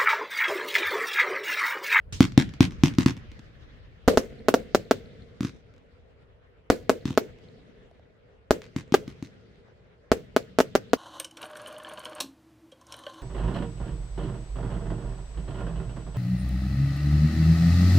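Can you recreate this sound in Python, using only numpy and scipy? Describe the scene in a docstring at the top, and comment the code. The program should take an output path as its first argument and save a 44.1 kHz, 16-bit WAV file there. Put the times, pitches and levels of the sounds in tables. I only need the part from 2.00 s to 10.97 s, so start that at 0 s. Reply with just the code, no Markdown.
"""A firework cake fires in an open field at night, over a faint distant rumble that dies away.
Powder ignites with a spurt (noise fading band by band), then a volley of mortars thumps from the ground:
each launch is a muzzle crack and a hollow pulse, slapped back from nearby surfaces.
Shells then burst overhead in volleys, among more launches: a blast wave, its ground reflection and a boom.
The bangs scatter close by and roll away over the land; a few faint knocks come from far off later on."""
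import sys
import numpy as np
from scipy import signal
from scipy.fft import rfft, irfft, next_fast_len
from scipy.io import wavfile

SR = 44100
rng = np.random.default_rng(int(sys.argv[2]) if len(sys.argv) > 2 else 0)


def store_wav(level_fs):
    """Save 16-bit WAV to argv[1]."""
    pcm = np.round(np.clip(np.atleast_2d(level_fs), -1, 1) * 32767)
    wavfile.write(sys.argv[1], SR, pcm.T.astype(np.int16))


N = 395577

BAND_EDGES = 20 * 2 ** (np.arange(30) / 3)  # thirds of an octave from 20 Hz [Hz]
# spectrum of the low rumble in the air: frequency_hz, relative_level_db (per Hz)
RUMBLE_SPECTRUM = [(20, -9), (55, -1.5), (110, -9.5), (300, -32.5), (1000, -67.5)]


def amp(db):
    """Decibels to gain."""
    return 10 ** (np.asarray(db) / 20)


def at_hz(points, hz):
    """Read a table on a log-frequency axis."""
    table_hz, value = np.transpose(points)
    return np.interp(np.log(np.maximum(hz, 1)), np.log(table_hz), value)


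def clicks(times_s, level_db):
    """One impulse per event."""
    train = np.zeros(N)
    index = np.round(np.asarray(times_s) * SR).astype(int)
    np.add.at(train, np.clip(index, 0, N - 1), amp(level_db))
    return train


def echoed(x, echoes):
    """The sum of delayed copies, without the original; echoes are (lag_s, level_db)."""
    return sum(amp(db) * np.pad(x, (int(lag_s * SR), 0))[:N] for lag_s, db in echoes)


def pulses(train, spectrum, size=8192):
    """Each impulse becomes a causal pressure pulse, front first; 0 dB is unit power over 5 ms."""
    bin_hz = np.arange(size // 2 + 1) * SR / size
    cepstrum = irfft(np.log(amp(at_hz(spectrum, bin_hz))))
    # folding the cepstrum gives minimum phase: the energy comes as early as it can
    shape = irfft(np.exp(rfft(2 * cepstrum[:size // 2], size)))[:size // 2]
    shape = shape * np.sqrt(.005 * SR / np.sum(shape ** 2))
    return signal.oaconvolve(train, shape)[:N]


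def reflectors(x, per_s, level_db, t60, spread_db, size=3 * SR):
    """Single echoes from scattered trees and buildings, ahead and to each side, weaker the later they come."""
    t = np.arange(size) / SR
    present = rng.random((3, size)) < per_s / SR
    strength = amp(spread_db * np.clip(rng.standard_normal((3, size)), -2, 2))
    strength = strength / np.sqrt(np.mean(strength ** 2) * .005 * per_s)
    strength = strength * rng.choice([-1, 1], (3, size))
    fade = amp(level_db - 60 * t / t60) * (t > .012)  # no echo comes within 12 ms
    ahead, left, right = present * strength * fade
    sides = np.array([ahead + left, ahead + right]) / np.sqrt(2)
    return signal.oaconvolve(x[None], sides, axes=1)[:, :N]


def band_share(spectrum):
    """The part of the power that falls in each third of an octave, as a column."""
    centre_hz = np.sqrt(BAND_EDGES[1:] * BAND_EDGES[:-1])
    power = amp(at_hz(spectrum, centre_hz)) ** 2 * np.diff(BAND_EDGES)
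    return (power / power.sum())[:, None]


def tail(train, spectrum, level_db, bass_t60, treble_t60):
    """Power by band of the scatter after each impulse, losing 60 dB in its own t60 [s] in each band."""
    t60 = np.geomspace(bass_t60, treble_t60, len(BAND_EDGES) - 1)
    keep = amp(-60 / (t60 * SR)) ** 2  # power kept from one sample to the next
    power = (train * amp(level_db)) ** 2 + 1e-18
    bands = [signal.lfilter(share, [1, -k], power) for share, k in zip(band_share(spectrum), keep)]
    return np.array(bands, np.float32)


def scatter(power, bass_patchy_db, treble_patchy_db, flutter_db, patches_per_s):
    """Stereo noise with the given power by band; uneven terrain makes it flutter, together and band by band."""
    # left-right likeness of scattered sound: frequency_hz, correlation (-1 to 1)
    likeness = [(30, 0.013), (120, 1), (300, 0.14), (480, 0.7), (750, -0.44), (1300, 0.023), (3000, -0.051)]
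    size = next_fast_len(N, True)
    bin_hz = np.maximum(np.arange(size // 2 + 1) * SR / size, 1)
    thirds = 3 * np.log2(bin_hz / BAND_EDGES[0]).astype(np.float32)
    white = rfft(rng.standard_normal((2, size)).astype(np.float32))
    out = np.zeros((2, N))
    t, knots_s = np.arange(N) / SR, np.arange(900) / patches_per_s
    flutter = flutter_db * rng.standard_normal(len(knots_s))
    patchy_db = np.linspace(bass_patchy_db, treble_patchy_db, len(BAND_EDGES) - 1)
    for k, (low, width) in enumerate(zip(BAND_EDGES, np.diff(BAND_EDGES))):
        overlap = np.maximum(1 - abs(thirds - k - .5), 0)  # triangular band
        mid, side = irfft(white * overlap, size)[:, :N] * np.sqrt(SR / 4 / width)
        alike = np.clip(at_hz(likeness, low + width / 2), -1, 1)
        patches = amp(flutter + patchy_db[k] * rng.standard_normal(len(knots_s)))
        gain = np.sqrt(power[k]) * np.interp(t, knots_s, patches)
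        out += gain * (np.sqrt(1 + alike) * mid + np.sqrt(1 - alike) * side * [[1], [-1]])
    return out


def night_air():
    """Steady, mostly low background noise of the field: its power by band."""
    # spectrum of the night: frequency_hz, relative_level_db (per Hz)
    night = [(13, -50), (22, -30.5), (49, -5.5), (103, -7), (211, -22), (263, -19.5), (302, -24.5),
             (457, -11), (815, -24), (1200, -28), (1580, -23.5), (2140, -31.5), (2390, -32), (2900, -33.5),
             (16000, -78.5)]
    level_db = -59
    return (amp(level_db) ** 2 * band_share(night)).astype(np.float32)


def fading_rumble():
    """Low rumble in the air, left by earlier shots and dying away steadily: its power by band."""
    start_db, fade_db_per_s = -46.5, 3.5
    level_db = start_db - fade_db_per_s * np.arange(N) / SR
    return (amp(level_db) ** 2).astype(np.float32) * band_share(RUMBLE_SPECTRUM).astype(np.float32)


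def far_knocks():
    """Faint far-off knocks, each a single pressure pulse."""
    # knocks: start_s, level_db
    knock_events = [(5.913, -52.5), (5.996, -53.5), (7.684, -56.5)]
    # their spectrum: frequency_hz, relative_level_db (per Hz)
    knock_spectrum = [(200, -21), (650, 7), (1000, -15), (5500, -31), (9000, -50)]
    return pulses(clicks(*np.transpose(knock_events)), knock_spectrum)


def powder_spurts():
    """Igniting powder puffs out as noise whose bass outlasts its treble: its power by band."""
    # spurts: start_s, relative_level_db
    spurt_events = [(0.125, -29.5)]
    # their spectrum: frequency_hz, relative_level_db (per Hz)
    spurt_spectrum = [(30, -6.5), (100, 1.5), (200, -12.5), (600, -31), (2400, -24), (6000, -19.5),
                      (10000, -39), (16000, -46)]
    train = clicks(*np.transpose(spurt_events))
    return tail(train, spurt_spectrum, level_db=-3.0, bass_t60=0.45, treble_t60=0.26)


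def launches():
    """Lift charges: a muzzle crack and the tube's hollow thump, slapped back; direct sound and scatter power."""
    # mortar launches: start_s, relative_thump_level_db
    launch_events = [(0.2061, -1.5), (0.377, -2.5), (0.6066, -3), (0.8359, -3.5), (0.9851, -8.5),
                     (1.061, -6.5), (3.4073, -19), (3.4318, -22.5), (3.4487, -19.5), (5.055, -17.5),
                     (5.083, -28), (5.1059, -23), (6.7631, -19), (6.9224, -17.5), (7.0787, -28.5),
                     (7.2257, -26.5)]
    # small sharp pops on the ground: start_s, relative_level_db
    pop_events = [(6.619, -44.5)]
    # echoes of sounds at ground level: lag_s, relative_level_db
    ground_echoes = [(0.0147, -11.5), (0.0211, -11.5), (0.023, -7.5), (0.0353, -11), (.046, -12),
                     (0.115, -28), (.332, -26.5)]
    # spectra of thump, crack, near and far scatter: frequency_hz, relative_level_db (per Hz)
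    thump_spectrum = [(25, -30.5), (55, -15.5), (90, -2), (140, 1), (195, -1), (270, 4.5), (340, -3.5),
                      (430, -25.5), (600, -27.5), (1100, -25), (2500, -34), (8000, -80.5)]
    crack_spectrum = [(200, -15.5), (800, 2.5), (2000, 4), (4000, -0.5), (6500, -6.5), (9500, -22.5),
                      (16000, -31)]
    near_spectrum = [(25, -18.5), (70, -11.5), (120, 3), (270, -3), (400, -19.5), (700, -37), (2000, -43)]
    far_spectrum = [(25, -8), (60, 1.5), (110, 0.5), (250, -10), (450, -17), (900, -27), (1700, -20.5),
                    (3500, -27), (6000, -38), (10000, -63), (16000, -59)]

    start_s, thump_db = np.transpose(launch_events)
    crack_db = thump_db - 18.5  # the muzzle crack grows with the thump
    thumps = clicks(start_s, thump_db)
    cracks = clicks(start_s, crack_db) + clicks(*np.transpose(pop_events))
    # a second puff escapes as the shell clears the muzzle, never at quite the same moment
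    puff_lag_s, puff_db = rng.uniform(0.00031, .0012, len(start_s)), -4.5
    cracks = cracks + clicks(start_s + puff_lag_s, crack_db + puff_db)
    cracks = cracks + echoed(cracks, ground_echoes)

    thump_gain_db, thump_echo_db, crack_gain_db = -.6, -10, -1.5
    slapped_thumps = thumps + amp(thump_echo_db) * echoed(thumps, ground_echoes)
    direct = amp(thump_gain_db) * pulses(slapped_thumps, thump_spectrum)
    snaps = amp(crack_gain_db) * pulses(cracks, crack_spectrum)
    direct = direct + snaps + reflectors(snaps, per_s=200, level_db=-10.5, t60=0.098, spread_db=6.0)

    power = tail(cracks, crack_spectrum, level_db=-5, bass_t60=0.049, treble_t60=0.039)
    power += tail(cracks, crack_spectrum, level_db=-11, bass_t60=0.16, treble_t60=0.15)
    power += tail(thumps, near_spectrum, level_db=-17.0, bass_t60=0.47, treble_t60=0.14)
    power += tail(thumps, far_spectrum, level_db=-45.0, bass_t60=5.0, treble_t60=5.1)
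    return direct, power


def volley_scatter_db(burst_s):
    """Scatter level of bursts: strongest as a volley opens, then sagging with the root of the time."""
    # volleys of shells: start_s, relative_opening_scatter_db
    volley_events = [(2.05, -15), (4.67, -16), (6.48, -20), (8.09, -21.5)]
    sag_db = 12  # lost one second into a volley
    start_s, opening_db = np.transpose(volley_events)
    volley = np.maximum(np.searchsorted(start_s, burst_s) - 1, 0)
    return opening_db[volley] - sag_db * np.sqrt(np.abs(burst_s - start_s[volley]))


def blast_level_db(burst_s, boom_db):
    """Level of each front: about equally loud, but those with the strongest boom are set softer."""
    first_db, fade_db_per_s = -11.5, 0.1878  # the later ones arrive a little weaker
    strong_boom_db, softening = -18.5, 1.8  # boom level where softening starts; dB lost per dB above it
    return first_db - fade_db_per_s * burst_s - softening * np.maximum(boom_db - strong_boom_db, 0)


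def bursts():
    """Shells overhead: blast, duller ground reflection, boom and rolling echoes; direct sound and scatter power."""
    # shell bursts: start_s, ground_reflection_lag_s, relative_boom_level_db
    burst_events = [(2.0778, 0.0044, -14.5), (2.0821, 0.004, -24.5), (2.1736, 0.0046, -21),
                    (2.4848, 0.0047, -47), (2.541, 0.0043, -51), (2.748, 0.0051, -35), (2.911, 0.0045, -48),
                    (4.7013, 0.0041, -18.5), (4.8953, 0.0046, -54), (5.1759, 0.0046, -42.5),
                    (6.5082, 0.0048, -21.5), (6.9412, 0.005, -54), (6.9437, 0.0049, -29.5),
                    (8.117, 0.0046, -21), (8.3641, 0.0047, -48.5), (8.5872, 0.0045, -32.5),
                    (8.6032, 0.0046, -51), (8.7527, 0.005, -26), (8.9334, 0.0042, -58)]
    # spectra of the pressure pulses: frequency_hz, relative_level_db (per Hz)
    blast_spectrum = [(40, -25.5), (120, -23), (190, -12), (260, 1), (420, 0.5), (650, -1.5), (950, -14),
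                      (1400, -11), (2200, -25), (4500, -26.5), (7500, -32), (9000, -48.5), (16000, -40.5)]
    slap_spectrum = [(500, -29.5), (3000, -10), (4200, 16), (5200, -15), (10000, -31.5)]
    boom_spectrum = [(20, -7.5), (55, 3), (110, 2.5), (200, -3.5), (400, -12), (1200, -41.5)]
    depth_spectrum = [(20, 3.5), (45, 3), (75, 4.5), (130, -12.5), (400, -55)]
    roll_spectrum = [(100, -14.5), (230, 0), (480, 1.5), (680, -7), (1000, -32.5), (2100, -13), (3000, -34),
                     (9000, -59.5)]
    # spectra of the scattered sound: frequency_hz, relative_level_db (per Hz)
    sizzle_spectrum = [(300, 3), (1000, 6.5), (2500, -1.5), (6500, -6), (9000, -17), (16000, -14)]
    near_spectrum = [(30, -14), (120, -24.5), (240, 0), (330, -1.5), (480, 5.5), (680, -10), (1000, -24.5),
                     (1500, -19), (3000, -24.5), (7000, -30), (9500, -41), (16000, -37.5)]
    far_spectrum = [(30, -7.5), (100, 7.5), (215, 5), (320, -11.5), (450, -1.5), (680, -23), (1000, -33.5),
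                    (1450, -17.5), (2100, -21.5), (2800, -18), (4200, -21.5), (7500, -38.5), (11000, -54.5)]

    start_s, ground_lag_s, boom_db = np.transpose(burst_events)
    blast_db, scatter_db = blast_level_db(start_s, boom_db), volley_scatter_db(start_s)
    fronts, booms, spread = clicks(start_s, blast_db), clicks(start_s, boom_db), clicks(start_s, scatter_db)
    ground_cut_hz, ground_db, blast_gain_db = 4500, -2.5, 1.5
    reflected = clicks(start_s + ground_lag_s, blast_db + ground_db)
    reflected = signal.lfilter(*signal.butter(1, ground_cut_hz, fs=SR), reflected)
    direct = amp(blast_gain_db) * pulses(fronts + reflected, blast_spectrum)
    direct = direct + pulses(echoed(fronts, [(.3105, -48.5)]), slap_spectrum)  # one late, bright slap
    # the boom starts with the front, with opposite sign; it is stronger on the right
    boom_sides_db = [[-4.0], [2.5]]
    direct = direct - amp(boom_sides_db) * pulses(booms, boom_spectrum)
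    # only the heaviest shells reach down into the deepest bass: it falls 2 dB per dB of weaker boom
    heavy_db, depth_db, depth_sides_db = -22.0, -23.0, [[-4.0], [2.0]]
    depth = clicks(start_s, depth_db + 2 * np.minimum(boom_db - heavy_db, 0))
    direct = direct - amp(depth_sides_db) * pulses(depth, depth_spectrum)
    # every echo repeats the double pulse, so the roll keeps its hollow colour
    doubled = spread + clicks(start_s + ground_lag_s, scatter_db)
    near_pulses, roll_pulses = pulses(doubled, near_spectrum), pulses(doubled, roll_spectrum)
    direct = direct + reflectors(near_pulses, per_s=490, level_db=-14.0, t60=0.31, spread_db=4.0)
    direct = direct + reflectors(roll_pulses, per_s=77, level_db=-37.5, t60=5.16, spread_db=4.5)

    sizzling = fronts + echoed(fronts, [(.005, -4.5)])
    power = tail(sizzling, sizzle_spectrum, level_db=-11.5, bass_t60=0.07, treble_t60=0.061)
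    # the close scatter swells a little after each blast
    delayed_spread = echoed(spread, [(.016, -4.5)])
    power += tail(delayed_spread, near_spectrum, level_db=-0.5, bass_t60=0.28, treble_t60=0.14)
    power += tail(spread, far_spectrum, level_db=-25.5, bass_t60=0.41, treble_t60=0.36)
    power += tail(fronts, far_spectrum, level_db=-37.5, bass_t60=2.77, treble_t60=3.38)
    power += tail(booms, boom_spectrum, level_db=-14.5, bass_t60=0.067, treble_t60=0.13)
    # each boom feeds the low rumble anew
    power += tail(booms, RUMBLE_SPECTRUM, level_db=-36.5, bass_t60=4.5, treble_t60=3.0)
    return direct, power


def scene():
    """Night and rumble, far knocks, direct bangs, and the scatter of the bangs from all round."""
    ground, ground_power = launches()
    overhead, overhead_power = bursts()
    power = overhead_power + ground_power + powder_spurts() + night_air() + fading_rumble()
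    scattered = scatter(power, bass_patchy_db=3.0, treble_patchy_db=2.73, flutter_db=1.13, patches_per_s=27)
    return far_knocks() + ground + overhead + scattered


def record(dry):
    """The two microphone ports colour the treble differently, the highest peaks are rounded, the top is cut."""
    # the two ports: frequency_hz, left_minus_right_db
    ports = [(500, 1), (1000, 0.2), (3300, 0.5), (5500, -2), (8500, -10.5), (12000, -10), (16000, -4)]
    cutoff_hz = 16200
    size = next_fast_len(N + SR, True)
    bin_hz = np.arange(size // 2 + 1) * SR / size
    tilt_db = at_hz(ports, bin_hz) * [[.5], [-.5]]
    heard = irfft(rfft(dry, size) * amp(tilt_db), size)[:, :N]
    rounded = heard / (1 + heard ** 6) ** (1 / 6)
    return signal.sosfilt(signal.ellip(10, .2, 80, cutoff_hz, fs=SR, output="sos"), rounded)


dry = scene()
out = record(dry)
store_wav(out)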